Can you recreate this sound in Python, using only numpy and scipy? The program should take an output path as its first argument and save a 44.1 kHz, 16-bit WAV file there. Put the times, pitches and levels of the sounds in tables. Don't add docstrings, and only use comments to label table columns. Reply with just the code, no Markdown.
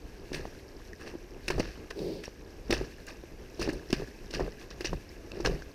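import sys
import numpy as np
from scipy.fft import rfft, irfft, next_fast_len
from scipy.io import wavfile
from scipy.ndimage import map_coordinates

SR = 44100
rng = np.random.default_rng(int(sys.argv[2]) if len(sys.argv) > 2 else 0)


def store_pcm(level_fs):
    pcm = np.round(np.clip(level_fs, -1, 1) * 32767).astype(np.int16)
    wavfile.write(sys.argv[1], SR, np.atleast_2d(pcm).T)


N = 253134

# frequency in Hz, gain in dB.
HOUSING = [(200, 3.5), (550, 6.5), (850, -3), (1200, -2.5), (1400, -7), (1680, 4), (2300, -5.5), (2650, 3),
           (3300, -8.5), (4600, 3), (5700, 5), (7300, -9.5), (9000, -14), (14500, -23)]
# heel start in seconds, heel level in dB, heel swell in seconds, air pocket under the heel in dB,
# sole start in seconds, sole level in dB, sole swell in seconds, sole t60 in seconds, bubble pitch in Hz,
# fizz in dB relative to the sole, ooze level in dB, fullest load in seconds after the heel,
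# release width in seconds, churn level in dB, jolt level in dB.
STEPS = [(.329, -35, .002, -39, .336, -34.5, .014, 0.12, 2380, -12.5, -48, .03, 0.092, -43, -45),
         (1.48, -24.5, .0011, -27, 1.5, -26, 0.0049, 0.081, 1950, -19, -46, 0.087, 0.086, -38.5, -38.5),
         (2.705, -25, .0023, -16.5, 2.723, -20.5, .0051, 0.025, 2230, -16, -41.5, 0.041, 0.071, -38, -38.5),
         (3.594, -37.5, 0.0037, -23, 3.608, -31.5, 0.012, 0.12, 3520, -14, -49, 0.048, .11, -37, -41.5),
         (3.901, -38.5, .004, -28, 3.9275, -20.5, 0.0011, .016, 4540, -16.5, -46, .1, 0.034, -38, -40.5),
         (4.305, -41.5, .005, -38, 4.326, -33.5, 0.024, 0.061, 3570, -18.5, -47, .095, 0.062, -37, -39),
         (4.807, -34.5, .0007, -26, 4.843, -29, .0063, 0.099, 3870, -22, -56, 0.14, 0.024, -44.5, -37.5),
         (5.401, -44, 0.0045, -22, 5.443, -26.5, .022, .05, 3470, -22, -45, 0.086, 0.062, -36.5, -35)]
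# start in seconds, spray level in dB, swell in seconds, churn level in dB.
DRAGS = [(.992, -45.5, .02, -54), (1.05, -44.5, 0.029, -46.5), (3.07, -42, .016, -55),
         (4.58, -50, .035, -57), (5.325, -52, .035, -41.5)]
BUILD_UP_S = .04


def amp(db):
    return 10 ** (np.asarray(db) / 20)


def unit(x):
    return x / np.sqrt(np.mean(x ** 2) + 1e-20)


def clock(length):
    return np.arange(int(length * SR)) / SR


def add(track, s, sound):
    part = track[max(round(s * SR), 0):][:len(sound)]
    part += sound[:len(part)]


def wobble(rate, size=N):
    return map_coordinates(rng.standard_normal(2048), [np.arange(size) * rate / SR], mode="wrap")


def swelling(t, s, build_up, release):
    width = np.where(t < s, build_up, release)
    return np.exp(-.5 * ((t - s) / width) ** 2)


def colour(x, points):
    m = 2 * next_fast_len(N // 2 + SR // 4)
    hz, db = np.transpose(points)
    gain = amp(np.interp(np.log(np.fft.rfftfreq(m, 1 / SR) + 1), np.log(hz), db))
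    cepstrum = irfft(np.log(gain))
    cepstrum[1:m // 2] *= 2
    cepstrum[m // 2 + 1:] = 0
    return irfft(rfft(x, m) * np.exp(rfft(cepstrum)))[:N]


def noise(points):
    return unit(colour(rng.standard_normal(N), points))


def bubbles(length, count, pitch_hz, scatter, cycles, size_db):
    t = clock(.012)
    samples = int(length * SR)
    start = rng.integers(0, samples, (count, 1))
    pitch, size = rng.standard_normal((2, count, 1))
    hz = np.clip(pitch_hz * np.exp(scatter * pitch), 300, 14000)
    age = np.minimum(hz * t / cycles, 2)
    loudness = amp(size_db * np.minimum(size, 1.6))
    decay = np.exp(-np.log(1000) * age)
    grains = loudness * decay * np.sin(2 * np.pi * hz * t * (1 + .08 * age))
    places = start + np.arange(len(t))
    return unit(np.bincount(places.ravel(), grains.ravel(), samples)[:samples])


def background():
    # frequency in Hz, relative level in dB per Hz.
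    air_spectrum = [(12, -31), (20, 0), (54, -2), (166, -15), (195, -12), (224, -13), (376, -8.5),
                    (441, -12), (508, -15), (596, -19.5), (1400, -31), (1820, -48), (3080, -120)]
    # frequency in Hz, relative level in dB per Hz.
    hiss_spectrum = [(760, -31), (1300, -20), (1430, -0.5), (1650, 10), (1850, 2.5), (2010, 4), (2600, 4),
                     (3310, -3.5), (3980, -2.5), (4950, -1), (5670, 1.5), (7420, -9.5), (10700, -13),
                     (12100, -10.5), (15500, -20.5)]
    air_db, rest_db = -48, -61
    stirred_db, settle_s = 3.5, .21
    ticks_db = -3.5
    t = np.arange(N) / SR
    stirred = sum(swelling(t, sole_s, BUILD_UP_S, settle_s) for _, _, _, _, sole_s, *_ in STEPS)
    hiss_db = rest_db + stirred_db * stirred
    air = amp(air_db + 1.86 * wobble(21.98)) * noise(air_spectrum)
    hiss = amp(hiss_db + 1.1 * wobble(24)) * noise(hiss_spectrum)
    ticks = bubbles(N / SR, count=1500, pitch_hz=3500, scatter=.5, cycles=26, size_db=5.5)
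    ticking = amp(hiss_db + ticks_db) * unit(colour(ticks, HOUSING))
    pulse = 1 + 2.0 * np.sin(2 * np.pi * 30 * t)
    whine = amp(-82.5) * pulse * np.sin(2 * np.pi * 12408 * t)
    return air + hiss + ticking + whine


def weight():
    # frequency in Hz, relative level in dB.
    churn_spectrum = [(40, -20), (120, -12), (250, -2), (380, 2.5), (600, -7.5), (900, -25.5), (1500, -29),
                      (4000, -69)]
    # frequency in Hz, relative level in dB.
    jolt_spectrum = [(12, -16), (28, -9), (50, 1), (80, -15.5), (160, -6.5), (500, -60.5)]
    drag_width_s = .033
    t = np.arange(N) / SR
    churn, jolt = np.zeros(N), np.zeros(N)
    shake = noise(jolt_spectrum)
    for heel_s, *_, delay, release, churn_db, jolt_db in STEPS:
        load = swelling(t, heel_s + delay, BUILD_UP_S, release)
        rock = np.sin(2 * np.pi * (rng.uniform(24, 48) * t + rng.random()))
        churn += amp(churn_db) * load
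        jolt += amp(jolt_db) * load * (1.38 * rock + 1.16 * shake)
    for s, _, swell, churn_db in DRAGS:
        churn += amp(churn_db) * swelling(t, s + swell, drag_width_s, drag_width_s)
    dull = noise(churn_spectrum) * amp(2.7 * wobble(90) - 2.5)
    crackle = bubbles(N / SR, count=2500, pitch_hz=2790, scatter=.55, cycles=16, size_db=4)
    crackle = colour(crackle, HOUSING)
    gurgle = bubbles(N / SR, count=1200, pitch_hz=565, scatter=.39, cycles=8.5, size_db=6.0)
    return churn * (dull + amp(-15) * crackle + amp(-15) * gurgle) + jolt


def pockets():
    # start in seconds, level before the onset and decay in dB, nominal pitch in Hz, t60 in seconds.
    lone_pockets = [(.318, -20, 302, 0.016), (.4539, -15.5, 567, 0.0052), (1.138, -31, 360, .036),
                    (1.152, -27.5, 340, .041), (1.58, -25, 425, 0.038), (1.598, -7.5, 272, .012),
                    (1.603, -13.5, 530, 0.013), (2.279, -22, 468, 0.012), (2.696, -22, 255, 0.048),
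                    (2.812, -21, 388, 0.038), (3.237, -32.5, 373, 0.042), (3.676, -12.5, 343, 0.012),
                    (3.688, -18, 323, .047), (3.931, -7, 248, 0.014), (4.02, -24.5, 433, 0.032),
                    (4.396, -11, 490, 0.0079), (4.407, -16.5, 397, 0.045), (4.479, -23, 474, 0.021),
                    (4.93, -17.5, 505, .019), (5.473, -13.5, 450, 0.014)]
    pocket_hz, pocket_t60_s = 368.4, .045
    sole_pocket_db = 3
    stray_db, stray_spread_s, stray_scatter = 5.5, .03, .23
    rows = list(lone_pockets)
    for heel_s, _, _, pocket_db, sole_s, sole_db, swell, *_, delay, _, churn_db, _ in STEPS:
        rows.append((heel_s, pocket_db, pocket_hz, pocket_t60_s))
        rows.append((sole_s + swell / 2, sole_db + sole_pocket_db, pocket_hz, pocket_t60_s))
        for when, pitch in rng.standard_normal(size=(3, 2)):
            s = heel_s + delay + stray_spread_s * when
            hz = pocket_hz * np.exp(stray_scatter * pitch)
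            rows.append((s, churn_db + stray_db, hz, pocket_t60_s / 2))
    return rows


def plops():
    # frequency in Hz, gain in dB.
    skin = [(100, 5), (600, 3), (1100, -3), (1400, -12), (1700, -5), (2500, -23), (6000, -38), (12000, -48)]
    snap_db = -2.5
    tones, snaps = np.zeros(N), np.zeros(N)
    t = clock(.12)
    for s, db, hz, t60 in pockets():
        pitch = hz * (.927 + .5 * np.exp(-t / .0014))
        life = (1 - np.exp(-t / .0007)) * amp(-60 * t / t60)
        add(tones, s, amp(db) * life * np.sin(2 * np.pi * np.cumsum(pitch) / SR))
        smallness = (hz / 400) ** 2.1
        add(snaps, s, amp(db + snap_db) * smallness * life * rng.standard_normal(len(t)))
    return tones + colour(snaps, skin)


def splashes():
    # start in seconds, level in dB, swell in seconds, t60 in seconds, bubble pitch in Hz,
    # fizz in dB relative to the level.
    squirts = [(1.578, -33.5, .0046, 0.14, 600, -27), (1.594, -30.5, 0.0049, 0.06, 3440, -14),
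               (1.609, -44, .028, .47, 2970, -25), (1.903, -32, 0.005, 0.026, 1960, -19),
               (2.235, -40.5, 0.0011, 0.17, 3980, -13), (2.735, -31.5, 0.0027, .1, 3700, -18),
               (3.067, -40, 0.001, 0.018, 6000, -4.5), (3.687, -34, 0.0062, 0.064, 3370, -19),
               (3.726, -51, .007, .06, 6100, 2), (3.936, -31, 0.001, .045, 3050, -19),
               (4.395, -34.5, .0033, 0.094, 1200, -35), (4.703, -41, .001, 0.077, 3920, -21),
               (4.929, -33.5, 0.0058, .027, 880, -36), (5.3166, -32, 0.0011, 0.0056, 5240, -30),
               (5.447, -26.5, .0035, 0.11, 1330, -22)]
    heel_tail = (.048, 3900, -13)
    drag_tail = (.22, 2280, -15)
    # the same, after a swell in seconds
    ooze_tail = (.023, .41, 2900, -15)
    rows = list(squirts)
    for heel_s, heel_db, heel_swell, _, sole_s, sole_db, swell, t60, pitch_hz, fizz_db, ooze_db, *_ in STEPS:
        rows.append((heel_s, heel_db, heel_swell, *heel_tail))
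        rows.append((sole_s, sole_db, swell, t60, pitch_hz, fizz_db))
        rows.append((sole_s, ooze_db, *ooze_tail))
    for s, db, swell, _ in DRAGS:
        rows.append((s, db, swell, *drag_tail))
    return rows


def squelches():
    # frequency in Hz, gain in dB.
    fizz_spectrum = [(1500, -41), (5000, 4), (7500, -0.5), (9000, 4), (11000, -6), (14000, -6)]
    scatter, life_s = .483, .0041
    wet, fizz = np.zeros(N), np.zeros(N)
    t = clock(.2)
    for s, db, swell, t60, pitch_hz, fizz_db in splashes():
        spray = bubbles(.2, count=400, pitch_hz=pitch_hz, scatter=scatter,
                        cycles=pitch_hz * life_s, size_db=5)
        pops = bubbles(.2, count=60, pitch_hz=.8 * pitch_hz, scatter=.45,
                       cycles=2 * pitch_hz * life_s, size_db=4)
        flow = np.minimum(t / swell, 1) * amp(-60 * np.maximum(t - swell, 0) / t60)
        stick = np.sqrt(flow) * (1 - flow) * (t > swell)
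        flutter = amp(2 * wobble(220, size=len(t)))
        burst = flow * flutter * (spray + amp(-10) * rng.standard_normal(len(t)))
        burst += .4 * stick * pops
        add(wet, s, amp(db) * burst * np.linalg.norm(flow) / np.linalg.norm(burst))
        add(fizz, s, amp(db + fizz_db) * flow * rng.standard_normal(len(t)))
    return colour(wet, HOUSING) + colour(fizz * amp(.66 * wobble(400)), fizz_spectrum)


def clicks():
    # start in seconds, ring level before the housing in dB, pitch in Hz.
    single_bubbles = [(.5496, -43, 1520), (0.818, -46.5, 1600), (0.932, -34, 1870), (1.9913, -34, 3790),
                      (2.2557, -37, 5600), (3.7953, -42.5, 1700), (4.075, -40.5, 1680),
                      (5.6218, -33.5, 1550)]
    out = np.zeros(N)
    t = clock(.04)
    for s, db, hz in single_bubbles:
        ring = amp(-60 * t / .016) * np.sin(2 * np.pi * hz * t)
        snap = amp(-5 - 60 * t / .01) * rng.standard_normal(len(t))
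        add(out, s, amp(db) * (ring + snap))
    return colour(out, HOUSING)


def jacket():
    # frequency in Hz, relative level in dB per Hz.
    drum_spectrum = [(60, -41), (120, -13), (180, -2.5), (260, -9), (350, 5), (430, -1), (560, -6),
                     (700, -20.5), (900, -24), (1400, -46.5)]
    # frequency in Hz, relative level in dB per Hz.
    swish_spectrum = [(820, -54), (1400, -12), (1680, -16), (2010, -3), (2180, 1), (3430, -1.5),
                      (4730, 6.5), (7660, -17), (9090, -12), (10100, -24), (13100, -19), (14400, -22),
                      (15500, -25)]
    start_s, attack_s, hold_s, release_s = 1.942, .052, .15, .13
    drum_db, swish_db = -33, -54
    sag_db_per_s = -27
    t = np.arange(N) / SR - start_s
    contact = np.interp(t, np.cumsum([0, attack_s, hold_s, release_s]), [0, 1, 1, 0])
    pressure = contact * amp(sag_db_per_s * np.maximum(t - attack_s, 0))
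    slips = (rng.random(N) < 900 / SR) * rng.choice([-1, 1], N)
    drumming = amp(drum_db) * pressure * unit(colour(slips, drum_spectrum))
    swish = amp(swish_db) * contact * noise(swish_spectrum)
    return drumming + swish


def scene():
    return (squelches() + clicks() + plops() + weight() + jacket() + background())[None]


def record(dry):
    top_hz = 15600
    m = next_fast_len(N + SR // 2)
    gain = 1 / (1 + (np.fft.rfftfreq(m, 1 / SR) / top_hz) ** 120)
    return irfft(rfft(dry, m) * gain, m)[..., :N]


dry = scene()
out = record(dry)
store_pcm(out)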